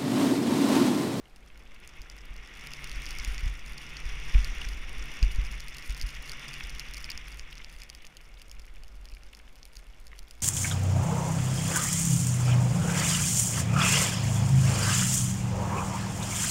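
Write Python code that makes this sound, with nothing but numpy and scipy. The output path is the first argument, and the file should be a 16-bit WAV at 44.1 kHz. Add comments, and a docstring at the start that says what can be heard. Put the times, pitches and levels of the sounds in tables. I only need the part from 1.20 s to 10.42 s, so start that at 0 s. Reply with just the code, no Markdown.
"""Among trees in soft snow, a skier glides by turns, heard from a worn camera in a plastic case.
The skis hiss as fluttering noise over a dull packing rush, breaking crust and a faint drone.
Snow ticks on the case as short rings, and skis and bindings chatter and clack as rough tones.
Bumps in the trail swing the camera on its mount, a mass on a spring, with deep thumps.
Wind is low noise that swells round the case, over a faint even rush of air."""
import sys
import numpy as np
from scipy import signal
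from scipy.fft import rfft, irfft
from scipy.io import wavfile
from scipy.ndimage import uniform_filter1d

SR = 44100
rng = np.random.default_rng(int(sys.argv[2]) if len(sys.argv) > 2 else 0)


def wav_record(signal):
    """Record a signal, one row per channel, as 16-bit PCM in the file named by sys.argv[1]."""
    frames = np.transpose(np.atleast_2d(signal))
    bounded = np.clip(frames, -1, 1)
    # unit amplitude maps onto the largest positive 16-bit level
    quanta = np.round(bounded * 32767).astype(np.int16)
    wavfile.write(sys.argv[1], SR, quanta)


N = 406602
TIME = np.arange(N) / SR  # seconds
BINS = np.fft.rfftfreq(N, 1 / SR)  # Hz
FULL_DB = -44  # reference level of a hard turn


def amp(db):
    """Decibels to gain."""
    return 10 ** (np.asarray(db) / 20)


def unit(x):
    """Scales to rms 1."""
    return x / np.sqrt(np.mean(x ** 2) + 1e-20)


def noise():
    """White noise of rms about 1 for the whole scene."""
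    return rng.standard_normal(N)


def read(points, hz):
    """A spectrum in dB, joined by straight lines over log frequency."""
    f, db = np.transpose(points)
    return np.interp(np.log(hz + 1), np.log(f + 1), db)


def curve(rows):
    """The level column of a control table at every sample."""
    s, db = np.transpose(rows)
    return np.interp(TIME, s, db)


def add(mix, s, sound):
    """Mixes a sound in at time s."""
    part = mix[max(round(s * SR), 0):][:len(sound)]
    part += sound[:len(part)]


def wander(rate_hz):
    """Random motion of rms 1 that fades out above the given rate."""
    return unit(irfft(rfft(noise()) / (1 + (BINS / rate_hz) ** 4), N))


# Narrow rings of the case. Each row: frequency in Hz, width in Hz, lift in dB.
CASE_RINGS = [(764, 30, 3.5), (1416, 61, 3.5), (2182, 200, 4.5)]


def through_case(x, spectrum):
    """Colours a source and adds the narrow rings of the case; rms 1."""
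    rings_db = sum(db / (1 + (2 * (BINS - hz) / width) ** 2) for hz, width, db in CASE_RINGS)
    return unit(irfft(rfft(x) * amp(read(spectrum, BINS) + rings_db), N))


# How hard the skis work: they gather speed, swell with each turn between the trees, then run out flat.
# Each row: time in seconds, hiss level in dB before the trims of each layer.
GLIDE = [(0.0, -73), (0.72, -55.4), (1.0, -57.1), (1.6, -46.5), (2.1, -44), (2.42, -50.5), (3.22, -43),
         (3.58, -48), (4.0, -45.5), (4.48, -49.5), (4.8, -47), (5.05, -48), (5.3, -46), (5.9, -49),
         (6.1, -52), (7.1, -63), (7.7, -67), (9.22, -66)]


def effort_db():
    """How hard the skis work the snow, in dB relative to a hard turn."""
    return curve(GLIDE) - FULL_DB


# Colour of the hiss of shearing crystals. Each row: frequency in Hz, relative density in dB per Hz.
HISS_SPECTRUM = [(330, -34), (690, -18.5), (1130, -6.5), (1670, -7), (1850, 0), (2270, -1.2), (2890, -0.5),
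                 (3120, -8), (3430, -3.5), (3730, -11), (4140, -33), (6150, -48)]
# Colour of the brighter powder fizz. Each row: frequency in Hz, relative density in dB per Hz.
FIZZ_SPECTRUM = [(2560, -17), (4060, -1.5), (4630, -2.5), (5330, 3.5), (5780, 7), (6170, -1), (6830, -5),
                 (7630, -12.5), (8430, -15.5), (9110, -3), (10300, -24), (13000, -15), (15000, -32),
                 (15600, -36)]


def skis(hiss_db=-0.4, fizz_db=-10.0, fizz_follow=1.44, flutter_db=1.0, flutter_hz=24,
         grain_db=1.5, grain_hz=1100, patch_db=1.07, patch_hz=14, count=12):
    """Countless crystals shear; pressure and colour flutter with the surface, hard turns raise more powder."""
    effort = effort_db()
    pressure = amp(FULL_DB + flutter_db * wander(flutter_hz))
    shear = noise() * amp(grain_db * wander(grain_hz))
    powder = noise() * amp(grain_db * wander(grain_hz))
    hiss = amp(hiss_db + effort) * through_case(shear, HISS_SPECTRUM)
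    # the fizz gains fizz_follow dB for each dB of hiss
    fizz = amp(fizz_db + fizz_follow * effort) * through_case(powder, FIZZ_SPECTRUM)
    # patches of coarser and finer snow vary each band on its own
    spectrum = rfft(hiss + fizz)
    centres = np.geomspace(1000, 10000, count)
    patched = np.zeros(N)
    for share in np.eye(count):
        band = irfft(spectrum * np.interp(BINS, centres, share), N)
        patched += band * amp(patch_db * wander(patch_hz))
    return pressure * patched


# Soft snow packing under the skis. Each row: time in seconds, level in dB before the trim.
PACKING = [(0.0, -65.5), (2.0, -56), (2.41, -58), (3.88, -54.5), (4.67, -60.5), (5.24, -57), (6.75, -65.5),
           (9.22, -67.5)]
# Dull colour of pressed snow, also heard in the jolts.
# Each row: frequency in Hz, relative density in dB per Hz.
CRUSH_SPECTRUM = [(64, 8), (114, -6), (215, 5), (310, 1.2), (460, -1.5), (715, -7.5), (1250, -6.5),
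                  (1750, -8), (2600, -35), (5150, -58)]


def packing(trim_db=2, lump_db=0.74, lump_hz=22):
    """The dull rush of soft snow being pressed down, uneven with its lumps."""
    level = amp(curve(PACKING) + trim_db + lump_db * wander(lump_hz))
    return level * through_case(noise(), CRUSH_SPECTRUM)


# Colour of small crusts breaking. Each row: frequency in Hz, relative density in dB per Hz.
CRUNCH_SPECTRUM = [(510, -21), (1210, -6.5), (2110, -1), (2710, -3.5), (3140, -9), (3460, 1.5), (4010, -22),
                   (5300, 1), (7700, -14), (14100, -32)]


def crunch(level_db=-56.0, per_s=45, spread_db=2.5, follow=0.61, crumble_s=0.0027, size=1200):
    """Bits of crust give way under the skis, each as a brief decaying burst of noise."""
    strength = amp(spread_db * np.minimum(rng.exponential(1, N), 3))
    breaks = (rng.random(N) < per_s / SR) * strength
    decay = np.exp(-np.arange(size) / SR / crumble_s)
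    bursts = signal.oaconvolve(breaks, decay)[:N] * noise()
    return amp(level_db + follow * effort_db()) * through_case(bursts, CRUNCH_SPECTRUM)


def flex(level_db=-55, follow=0.9, hz=138, width_hz=36):
    """The skis drone faintly in a bending mode, the more the harder they work."""
    drone = irfft(rfft(noise()) / (1 + (2 * (BINS - hz) / width_hz) ** 2), N)
    return amp(level_db + follow * effort_db()) * unit(drone)


def knock(hz, rise_s=0.0011, rattle=0.92, size=900):
    """A ring of a few milliseconds, roughened by a wandering phase; its envelope peaks at 1."""
    t = np.arange(size) / SR
    envelope = t / rise_s * np.exp(1 - t / rise_s)
    wobble = uniform_filter1d(uniform_filter1d(rng.standard_normal(size), size=32), size=12)
    return envelope * np.sin(2 * np.pi * hz * t + rattle * unit(wobble))


def chatter(level_db=-44, per_s=26, spread_db=2.4, follow=0.41, ring_hz=2600, scatter_hz=330):
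    """The skis keep knocking lightly on the uneven snow, each time with another ring."""
    lands = rng.random(N) < per_s / SR
    strength = amp(level_db + follow * effort_db() + spread_db * rng.standard_normal(N))
    hz = ring_hz + scatter_hz * rng.standard_normal(N)
    out = np.zeros(N)
    for i in np.flatnonzero(lands):
        add(out, i / SR, strength[i] * knock(hz[i]))
    return out


# Skis and bindings clacking.
# Each row: start in seconds, peak level in dB before the trim, ring frequency in Hz.
CLACKS = [(2.034, -43, 2840), (3.1458, -29, 2460), (3.4158, -28, 2810), (3.4448, -33.5, 2410),
          (5.407, -30, 2260), (5.891, -34, 2520), (6.327, -37, 2870), (6.8452, -42, 2700),
          (7.2164, -46, 2880), (7.9686, -44.5, 2330), (8.1328, -43, 2660), (8.199, -46.5, 2250),
          (8.9168, -47, 2220), (8.9305, -41, 1970)]


def clacks(trim_db=1.5):
    """The louder knocks of skis and bindings, each a rough ring."""
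    out = np.zeros(N)
    for s, db, hz in CLACKS:
        add(out, s, amp(db + trim_db) * knock(hz))
    return out


# Jolts of the camera.
# Each row: time of the push in seconds, peak of the swing in dB, time the push takes to build in seconds.
JOLTS = [(.807, -34, 0.0085), (1.108, -33.5, .009), (1.766, -32, 0.007), (2.079, -23.5, 0.0043),
         (2.232, -22.5, .008), (2.264, -17, .006), (2.859, -24, 0.017), (3.153, -9.5, 0.0072),
         (3.468, -25, 0.021), (4.03, -11.4, 0.004), (4.188, -16.5, 0.0033), (4.698, -22.5, 0.018),
         (4.839, -22.5, .014), (5.442, -30.5, .01), (5.958, -33.5, .012), (7.929, -35, 0.012),
         (8.569, -40.5, 0.012)]


def jolts(mount_hz=43, mount_width_hz=15.5, sway_hz=33, top_hz=300, release_s=0.036,
          rebound_s=0.034, rebound_db=-12, thud_db=-33, thud_s=0.035, thud_follow=1.37,
          wake_db=-17, wake_s=0.17):
    """A push builds, lets go and rebounds with a soft snow thud; the camera swings and stirs the air."""
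    lead = 1 / 10  # seconds of build-up kept before the push peaks
    t = np.arange(SR) / SR - lead
    age = np.maximum(t, 0)
    hz = np.fft.rfftfreq(len(t), 1 / SR)
    # a mass on a spring: fast pushes pass, slow ones only sway it
    mount = (-hz ** 2 + 1j * hz * sway_hz) / (mount_hz ** 2 - hz ** 2 + 1j * hz * mount_width_hz)
    rebound = 1 - amp(rebound_db) * np.exp(-2j * np.pi * hz * rebound_s)
    response = rebound * mount / (1 + (hz / top_hz) ** 2)
    stir = np.exp(-age / wake_s) - np.exp(-age / release_s)
    swings, load, wake = np.zeros((3, N))
    for s, db, build_s in JOLTS:
        push = np.exp(-abs(t) / np.where(t < 0, build_s, release_s))
        press = np.exp(-abs(t) / np.where(t < 0, build_s, thud_s))
        swing = irfft(rfft(push) * response, len(t))
        add(swings, s - lead, amp(db) * swing / abs(swing).max())
        add(load, s - lead, amp(thud_follow * db) * press)
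        add(wake, s - lead, amp(db) * stir)
    thuds = amp(thud_db) * load * through_case(noise(), CRUSH_SPECTRUM)
    stirred_air = amp(wake_db) * wake * through_case(noise(), BUFFET_SPECTRUM)
    return swings + thuds + stirred_air


# Colour of snow striking the case. Each row: frequency in Hz, relative level in dB.
TICK_SPECTRUM = [(210, -14), (920, -38), (1650, -17), (2520, -3.5), (2980, -5.5), (3680, -10.5),
                 (4540, 0.5), (5060, 2), (6020, -6), (6720, -5), (7780, -16), (9480, -11), (11100, -16),
                 (14900, -22)]


def tick(bright_db, spot_db=3.0, copy_gain=0.22, scatter_s=0.000726, size=1024, count=4):
    """A tick on the case: a short ring, softened by weak random copies just before and after it; energy 1."""
    hz = np.fft.rfftfreq(size, 1 / SR)
    spot = unit(uniform_filter1d(rng.standard_normal(len(hz)), size=22))  # colour of the spot struck
    hardness = np.clip((hz - 5400) / 4300, 0, 1)  # small hard grains reach the top octave
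    log_gain = np.log(amp(read(TICK_SPECTRUM, hz) + bright_db * hardness + spot_db * spot))
    # minimum phase: the ring itself starts at once and dies away
    mirrored = np.r_[log_gain, log_gain[-2:0:-1]]
    ring = np.exp(np.conj(signal.hilbert(mirrored)))[:len(hz)]
    weight, delay = rng.standard_normal((2, count))
    softening = 1 + copy_gain * weight @ np.exp(-2j * np.pi * np.outer(scatter_s * delay, hz))
    sound = np.roll(irfft(ring * softening, size), size // 2)  # the ring starts in the middle
    return sound / np.linalg.norm(sound)


# The largest lumps of snow striking the case.
# Each row: start in seconds, level in dB and top-octave tilt in dB, both before their trims.
LUMPS = [(0.6749, -35, -13), (0.817, -35, -22), (0.8986, -31.5, -25), (1.4704, -30.5, -22),
         (1.5351, -26, -23), (1.6422, -27, -20), (1.8642, -26, -34), (1.9982, -26.5, -33),
         (2.0475, -22, -23), (2.1796, -26.5, -34), (2.581, -29.5, -26), (2.7679, -27.5, -34),
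         (3.245, -23.5, -20), (4.0272, -20, -29), (4.583, -30, -20), (4.813, -22, -23), (4.823, -29, -24),
         (5.094, -24.5, -43), (5.1172, -25.5, -20), (5.4949, -30, -18), (5.595, -21.5, -25),
         (5.8426, -23.5, -31), (5.9011, -24.5, -17), (5.9045, -23, -42), (5.9162, -26, -27),
         (5.9755, -24.5, -28), (6.1943, -27.5, -28), (6.3794, -32.5, -42), (6.4448, -29.5, -33),
         (6.6182, -30.5, -35), (6.6345, -33.5, -22), (6.699, -27.5, -24), (6.7488, -32.5, -25),
         (6.8668, -35, -25), (7.2175, -37, -19), (7.3141, -31.5, -21), (7.395, -38, -19),
         (7.8545, -37, -22), (7.8865, -39, -28), (7.9374, -41, -26), (8.4295, -34.5, -32),
         (8.4528, -36, -14), (8.568, -31, -24), (8.868, -36.5, -17), (8.9906, -31.5, -21.5),
         (9.1094, -32, -19)]


def grains(trim_db=10.5, bright_trim_db=22, lag_s=0.0011):
    """The largest lumps, each a distinct tick whose ring sets in just after its listed start."""
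    out = np.zeros(N)
    for s, db, top_db in LUMPS:
        sound = tick(top_db + bright_trim_db)
        add(out, s + lag_s - len(sound) / 2 / SR, amp(db + trim_db) * sound)
    return out


# How much snow flies at the case. Each row: time in seconds, amount in dB.
FLYING = [(0, -16.5), (1.2, -15), (1.9, 1), (2.5, -6.5), (3.7, -5), (4.7, -1.5), (5.9, -3), (7.0, -15),
          (9.22, -13)]


def patter(level_db, slow_per_s, fast_per_s, spread_db, bright_db, vary_db, bunch_db,
           follow=0.57, bunch_hz=14, count=40):
    """Snow lands on the case in flurries, thicker and harder the more of it is in the air."""
    flying_db = curve(FLYING)
    flurries = unit(amp(bunch_db * wander(bunch_hz)))
    rate = (slow_per_s + fast_per_s * amp(flying_db)) * flurries  # landings per second
    strength = amp(level_db + follow * flying_db + spread_db * np.minimum(rng.exponential(1, N), 3))
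    lands = rng.random(N) < rate / SR
    spot = rng.integers(0, count, N)
    rings = [tick(bright_db + vary_db * rng.standard_normal()) for _ in range(count)]
    out = np.zeros(N)
    for i in np.flatnonzero(lands):
        add(out, i / SR, strength[i] * rings[spot[i]])
    return out


def spray():
    """Thrown snow: many fine hard grains and a few softer clumps."""
    fine = patter(level_db=-40, slow_per_s=70, fast_per_s=150, spread_db=4.5,
                  bright_db=8.5, vary_db=1.5, bunch_db=5.5)
    clumps = patter(level_db=-25.5, slow_per_s=1, fast_per_s=32, spread_db=3.0,
                    bright_db=2.5, vary_db=0.5, bunch_db=4)
    return fine + clumps


# Wind on the case. Each row: time in seconds, level in dB before the trim.
WIND = [(0, -59.5), (0.85, -50.5), (1.3, -51.5), (2.1, -39), (2.55, -48.5), (3.0, -44), (3.3, -35.5),
        (3.7, -42.5), (4.25, -44), (4.5, -50), (5.1, -50.5), (6.0, -45), (7.0, -51.5), (7.6, -47),
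        (8.4, -56), (8.85, -51.5)]
# Low colour of the eddies, also heard in the air stirred by jolts.
# Each row: frequency in Hz, relative density in dB per Hz.
BUFFET_SPECTRUM = [(5, 5.5), (11, 3.5), (23, -2), (47, 1), (55, -3), (71, -23), (102, -26.5), (205, -37),
                   (510, -65.5)]
# Colour of the even rush of air. Each row: frequency in Hz, relative density in dB per Hz.
AIR_SPECTRUM = [(135, 9.5), (265, -3), (545, 5), (1570, -2), (2170, -5), (4070, -5.5), (7160, -11.5),
                (10160, -16), (14750, -19), (15650, -33)]


def wind(trim_db=5, gust_db=1.0, gust_hz=8, air_db=-64):
    """Eddies push on the case as low noise, over a faint even rush of air."""
    level = amp(curve(WIND) + trim_db + gust_db * wander(gust_hz))
    eddies = level * through_case(noise(), BUFFET_SPECTRUM)
    air = amp(air_db) * through_case(noise(), AIR_SPECTRUM)
    return eddies + air


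def scene():
    """Everything as it reaches the one microphone."""
    snow = skis() + packing() + crunch()
    gear = flex() + chatter() + clacks()
    case = jolts() + grains() + spray() + wind()
    return (snow + gear + case)[None]


def record(dry, edge_hz=15700):
    """The recorder's band limit, a steep low-pass filter."""
    low_pass = signal.firwin(511, edge_hz, window=("kaiser", 9), fs=SR)
    return signal.oaconvolve(dry, low_pass[None], "same")


dry = scene()
out = record(dry)
wav_record(out)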